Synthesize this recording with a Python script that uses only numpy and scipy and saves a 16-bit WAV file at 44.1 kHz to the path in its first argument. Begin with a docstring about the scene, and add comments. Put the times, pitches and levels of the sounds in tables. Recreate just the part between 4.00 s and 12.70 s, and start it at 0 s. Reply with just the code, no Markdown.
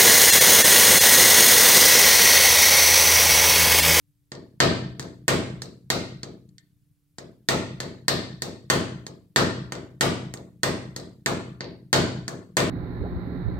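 """Setting a rivet in a bare workshop

Close by, a steel hammer sets a small rivet on a wooden block clamped in a vice. Hard blows alternate
with light aiming taps, about three a second, with one short pause; the head bounces once after each.
Each blow is a clack of steel and a knock of wood; bench and room boom on over a faint rumble and hum."""
import sys
import numpy as np
from scipy import signal
from scipy.io import wavfile
from scipy.ndimage import uniform_filter1d

SR = 44100
rng = np.random.default_rng(int(sys.argv[2]) if len(sys.argv) > 2 else 0)


def int16_out(signal):
    """Quantize to a 16-bit WAV file."""
    q = np.round(np.clip(np.atleast_2d(signal).T, -1, 1) * 32767)
    wavfile.write(sys.argv[1], SR, q.astype(np.int16))


N = 383611

# spectrum of the contact crack: (frequency [Hz], level [dB])
CRACK_EQ = [(30, -30), (70, 9), (140, 23.5), (500, 11), (1000, 10.5), (2000, 11), (2600, 8.5), (4400, 15.5),
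            (5800, 11.5), (8100, 12.5), (9500, -2.5), (11000, -3), (12800, -6), (15000, -9)]
# quickly damped modes of block and workpiece: (frequency [Hz], level [dB], t60 [s])
BLOCK_MODES = [(1040, -26, .04), (1329, -22, .04), (1535, -19, .045), (1810, -11, .045), (2055, -19, .04),
               (3219, -23, .025), (3738, -18, .022), (4385, -10, .022), (4900, -19, .02), (7550, -21, .015)]
# a bite on the rivet's edge gives more tick: (frequency [Hz], share of the tick gain [0-1])
TICK_BANDS = [(4500, 0.076), (7000, .45), (11000, 1)]


def hammer(near_db_per_db=0.3543, steel_db=-4, bounce_s=0.031, scatter_s=0.003, poses=3):
    """Strokes, bounces and touches: the close sound, a room send per arm pose, the pushes on the bench."""
    # taps and blows: (time [s], force [dB], clack [dB], tick [dB], bounce relative to force [dB])
    strokes = [(0.3188, -16.5, -3.5, -11, -12.5), (0.603, 3.5, 0.5, -5, -14.5),
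               (0.9961, -14.5, -2, 0.5, -12), (1.2808, .5, -1.5, 1.5, -25), (1.6198, -20.5, 3.5, 4, -14),
               (1.9022, -5.5, 4, 3.5, -29), (2.2322, -17, -2, -7, -32), (3.1841, -19, -3, -5.5, -25),
               (3.4874, -2, 0.5, 2, -15.5), (3.803, -13, 2, 0, -14.5), (4.0822, -4.5, 6, 3, -26.5),
               (4.421, -13, 2.5, 6, -20), (4.7005, -0.5, 0, 2.5, -15), (5.0664, -22, -0.5, -0.5, -25),
               (5.361, 1.5, 0.5, 0, -23), (5.722, -12.5, -6, -7, -11), (6.0096, 0, -0.5, 1.5, -19.5),
               (6.3391, -19, -8, 2, -13), (6.6327, -3.5, 0, 1.5, -24), (6.9632, -17.5, 2.5, 4, -16.5),
               (7.261, -3.5, -4, -1.5, -31), (7.6072, -13, 1, -27, -12), (7.9295, 2.5, 1.5, -1, -17),
               (8.2808, -13, -4, -0.5, -23), (8.569, 0.5, -3, 1, -14)]
    # clear modes of the steel head: (frequency [Hz], level [dB], t60 [s])
    head_modes = [(6490, -20, .11), (10570, -34, .07), (11790, -45, .06), (12650, -42, .07)]
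    # in the pause the head just touches the rivet: (time [s], level [dB])
    touches = [(2.4909, -48), (2.5826, -32)]
    t = np.arange(8192) / SR
    near, sends, pushes = np.zeros((2, N)), np.zeros((poses, 2, N)), np.zeros((1, N))
    for k, (s, force_db, clack_db, tick_db, bounce_db) in enumerate(strokes):
        force, tone = amp(force_db), stroke_tone(force_db, clack_db, tick_db)
        crack = force * colour(steady_bass(strike(t)), tone)
        # the fingers' grip shifts the modes of the workpiece a little from blow to blow
        ringing = ring(t, BLOCK_MODES, detune=0.01) + amp(steel_db) * ring(t, head_modes)
        clank = force * colour(ringing, tone)
        # a light tap is mostly contact noise; a hard blow sets the whole bench sounding into the room
        near_db = -3 - near_db_per_db * force_db
        add(near, s, amp(near_db) * (crack + amp(2) * clank))
        # the room gathers the crack from all directions, which evens out its colour
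        even_crack = steady_bass(strike(t, crush=0.31, rattle=0.7, snap=1.422))
        add(sends[k % poses], s, force * colour(even_crack, tone) + amp(-14) * clank)
        add(pushes, s, amp([[force_db]]))
        # the head falls back on the same spot, with the same tick
        landing_s = s + bounce_s + scatter_s * rng.standard_normal()
        tick_eq = [(hz, share * tick_db) for hz, share in TICK_BANDS]
        bounce = colour(click(t, force_db + bounce_db), tick_eq)
        add(near, landing_s, bounce)
        add(sends[0], landing_s, amp(-6) * bounce)
    for s, level_db in touches:
        touch = click(t, level_db)
        add(near, s, touch)
        add(sends[0], s, amp(-8) * touch)
        add(pushes, s, amp([[level_db - 10]]))
    return near, sends, pushes


def strike(t, crush_t60=0.0085, rattle_t60=0.087, crush=0.96, rattle=0.98, snap=0.94):
    """One contact: a snap, the rivet crushing, and a short rattle in the block."""
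    envelopes = np.array([fade(t, crush_t60), fade(t, rattle_t60)])
    bursts = rng.standard_normal((2, 2, len(t))) * envelopes[:, None]
    bursts /= np.linalg.norm(bursts, axis=2, keepdims=True)
    force = crush * bursts[0] + rattle * bursts[1]
    force[[0, 1], [0, 3]] += snap  # reaches the right ear three samples later
    return colour(force, CRACK_EQ)


def steady_bass(sound, crossover_hz=600):
    """In the bass every stroke is the same plain push, alike at both ears."""
    push = np.zeros_like(sound)
    push[:, 0] = 1
    low, high = (signal.butter(4, crossover_hz, kind, fs=SR, output="sos") for kind in ("low", "high"))
    return signal.sosfilt(low, colour(push, CRACK_EQ)) + signal.sosfilt(high, sound)


def stroke_tone(force_db, clack_db, tick_db, yield_db=-12.5, knee_db=0.5):
    """EQ of one stroke: from light to hard as the rivet gives, plus the clack and tick of its landing."""
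    # colour of a light aiming tap: (frequency [Hz], gain [dB])
    light_eq = [(450, 0.5), (1500, -11), (3000, -11.5), (4500, -6), (7000, -5.5), (11000, -6)]
    # colour of a hard blow that drives the rivet home: (frequency [Hz], gain [dB])
    hard_eq = [(450, 0), (1500, -2), (4800, -4), (11000, 0.5)]
    # a square hit gives more clack: (frequency [Hz], weight of the clack gain [ratio])
    clack_bands = [(450, 0.15), (1500, 0.0098), (3000, 0.3), (4500, 1.1), (7000, 0.034), (11000, 0.06)]
    hz, light_db = np.transpose(light_eq)
    hardness = (1 + np.tanh((force_db - yield_db) / knee_db / 2)) / 2
    landing_db = clack_db * curve(clack_bands, hz) + tick_db * curve(TICK_BANDS, hz)
    return list(zip(hz, (1 - hardness) * light_db + hardness * curve(hard_eq, hz) + landing_db))


def ring(t, modes, detune=0, scatter_db=1.5):
    """Struck modes as dying sines; the head never lands on quite the same spot, so their levels vary."""
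    left_lead, sound = np.array([[np.pi / 2], [0]]), 0
    for hz, db, t60 in modes:
        offset_db, shift = rng.normal(0, [scatter_db, detune])
        cycles = hz * (1 + shift) * t + rng.random()
        sound = sound + amp(db + offset_db) * fade(t, t60) * np.sin(2 * np.pi * cycles + left_lead)
    return sound


def click(t, level_db):
    """The head meets the rivet under its own weight: a thin click."""
    # bright colour of a rebound: (frequency [Hz], gain [dB])
    rebound_eq = [(400, -18), (1500, -9), (4500, 0), (12000, -4)]
    sound = colour(strike(t) + ring(t, BLOCK_MODES), rebound_eq)
    return amp(level_db) * sound / abs(sound).max()


def bench_boom(pushes, build_s=0.021, spread_rad_per_hz=0.00031):
    """Low modes build up and hang on; the shorter their waves, the more the two ears differ."""
    # low modes of bench and room: (frequency [Hz], level [dB], t60 [s])
    low_modes = [(64.24, -45, 1.7), (95.3, -56.5, 1.1), (119, -52, 0.81), (127, -36.5, 1.79),
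                 (136.9, -36, 1.2), (168.7, -38, 0.33), (181.6, -35, 1.8), (214.8, -35.5, 1.3),
                 (246, -53, .9), (300, -33.5, 1.15), (357.3, -25, 0.61), (393.2, -32, 0.84),
                 (408, -42, 0.11), (439.7, -33, 0.59), (466.7, -42, 1.2), (551, -44.5, 0.84),
                 (663, -48, 0.54), (659, -34, 0.71), (998, -43.5, 0.42)]
    t, boom = np.arange(SR * 3 // 2) / SR, 0
    ears = np.array([[1], [-1]])
    for hz, db, t60 in low_modes:
        phase = rng.uniform(0, 2 * np.pi) + spread_rad_per_hz * hz * rng.choice([-1, 1]) * ears
        boom = boom + amp(db) * fade(t, t60) * np.sin(2 * np.pi * hz * t + phase)
    return signal.fftconvolve(pushes, boom * (1 - np.exp(-t / build_s)), axes=1)[:, :N]


def room_reverb(sends, mono_hz=480, ear_likeness=0.96, steady_hz=900):
    """Dense reflections of the bare workshop, each band rising and dying at its own speed."""
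    # colour of the reflections: (frequency [Hz], gain [dB])
    reverb_eq = [(50, 16.5), (150, 7.5), (260, 3), (400, 18.5), (700, 7.5), (1100, 8.5), (1700, 6),
                 (2600, 5), (4400, 0), (7500, -8), (13000, -2.5)]
    # decay of the tail: (frequency [Hz], t60 [s])
    decay = [(100, 0.85), (400, 0.54), (800, 0.52), (2500, 0.58), (5000, .54), (8000, 0.49), (13000, 0.24)]
    # the bass builds up slowly: (frequency [Hz], rise time constant [s])
    rise = [(150, 0.061), (500, 0.0085), (1500, 0.0032), (8000, 0.0018)]
    hz, t, bands = signal.stft(rng.standard_normal((len(sends), 2, SR * 3 // 2)), SR, nperseg=256)
    hz = hz[:, None]
    # long waves are alike for every arm pose and at both ears; short waves scatter differently
    pose_match = np.exp(-(hz / steady_hz) ** 2 / 2)
    bands[1:] = pose_match * bands[0] + np.sqrt(1 - pose_match ** 2) * bands[1:]
    ear_match = ear_likeness * np.exp(-(hz / mono_hz) ** 2 / 2)
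    bands[:, 1] = ear_match * bands[:, 0] + np.sqrt(1 - ear_match ** 2) * bands[:, 1]
    envelope = fade(t, curve(decay, hz)) * (1 - np.exp(-t / curve(rise, hz)))
    envelope /= np.linalg.norm(envelope, axis=1, keepdims=True) * np.sqrt(t[1] * SR)
    tails = signal.istft(bands * envelope * amp(curve(reverb_eq, hz)), SR, nperseg=256)[1]
    return signal.fftconvolve(sends, tails, axes=2).sum(0)[:, :N]


def room_tone(rumble_db=-59, hum_hz=291, hum_db=-64.5):
    """A faint low rumble with a thin hum."""
    # spectrum of the quiet workshop: (frequency [Hz], relative level [dB])
    rumble_eq = [(20, -16.5), (60, -12), (150, -1.5), (230, -32), (400, -25), (700, -35.5), (5000, -36),
                 (16000, -43)]
    noise = rng.standard_normal((3, N))
    rumble = colour(noise[:2] + noise[2], rumble_eq)
    hum = np.sin(2 * np.pi * hum_hz * np.arange(N) / SR)
    return amp(rumble_db) * rumble / rumble.std() + amp(hum_db) * hum


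def suppress_noise(x, depth_db=-13):
    """Bands that sink to the threshold are turned down, which shortens faint tails."""
    # where each band closes: (frequency [Hz], level [dB])
    threshold = [(150, -61.5), (500, -65), (1200, -79), (5000, -80.5), (12000, -101.5)]
    hz, _, bands = signal.stft(x, SR, nperseg=512)
    power = abs(uniform_filter1d((abs(bands) ** 2).mean(0), size=3, axis=0))
    gain = amp(depth_db / (1 + power / amp(curve(threshold, hz))[:, None] ** 2))
    return signal.istft(bands * gain, SR, nperseg=512)[1][:, :N]


def amp(db):
    """Decibels to linear gain."""
    return 10 ** (np.asarray(db) / 20)


def fade(t, t60):
    """Decay of 60 dB in t60 seconds."""
    return np.exp(-np.log(1000) * t / t60)


def curve(points, hz):
    """Straight lines between points on a log-frequency axis."""
    point_hz, values = np.transpose(points)
    return np.interp(np.log(hz + 1), np.log(point_hz + 1), values)


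def colour(x, eq, size=4096):
    """Minimum-phase EQ along a (frequency [Hz], gain [dB]) curve."""
    log_gain = np.log(amp(curve(eq, abs(np.fft.fftfreq(size, 1 / SR)))))
    taps = np.fft.ifft(np.exp(np.conj(signal.hilbert(log_gain)))).real[:size // 2]
    return signal.oaconvolve(x, taps[None], axes=1)[:, :x.shape[1]]


def add(mix, s, sound):
    """Lays a sound into the mix at s seconds."""
    part = mix[:, max(round(s * SR), 0):][:, :sound.shape[1]]
    part += sound[:, :part.shape[1]]


def scene():
    """The hammer sits slightly to the right, the boom of bench and room slightly to the left."""
    near, sends, pushes = hammer()
    tails = room_reverb(sends) + bench_boom(pushes)
    return near * amp([[-0.5], [0.5]]) + tails * amp([[0.7], [-0.7]]) + room_tone()


def record(dry, ceiling=0.7, cutoff_hz=15900):
    """Noise suppression, a soft overload on the highest peaks, then a steep low-pass."""
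    x = suppress_noise(dry)
    x = x / (1 + (x / ceiling) ** 4) ** 0.25
    lowpass = signal.firwin(201, cutoff_hz, window=("kaiser", 9), fs=SR)
    return signal.oaconvolve(x, lowpass[None], "same", axes=1)


dry = scene()
out = record(dry)
int16_out(out)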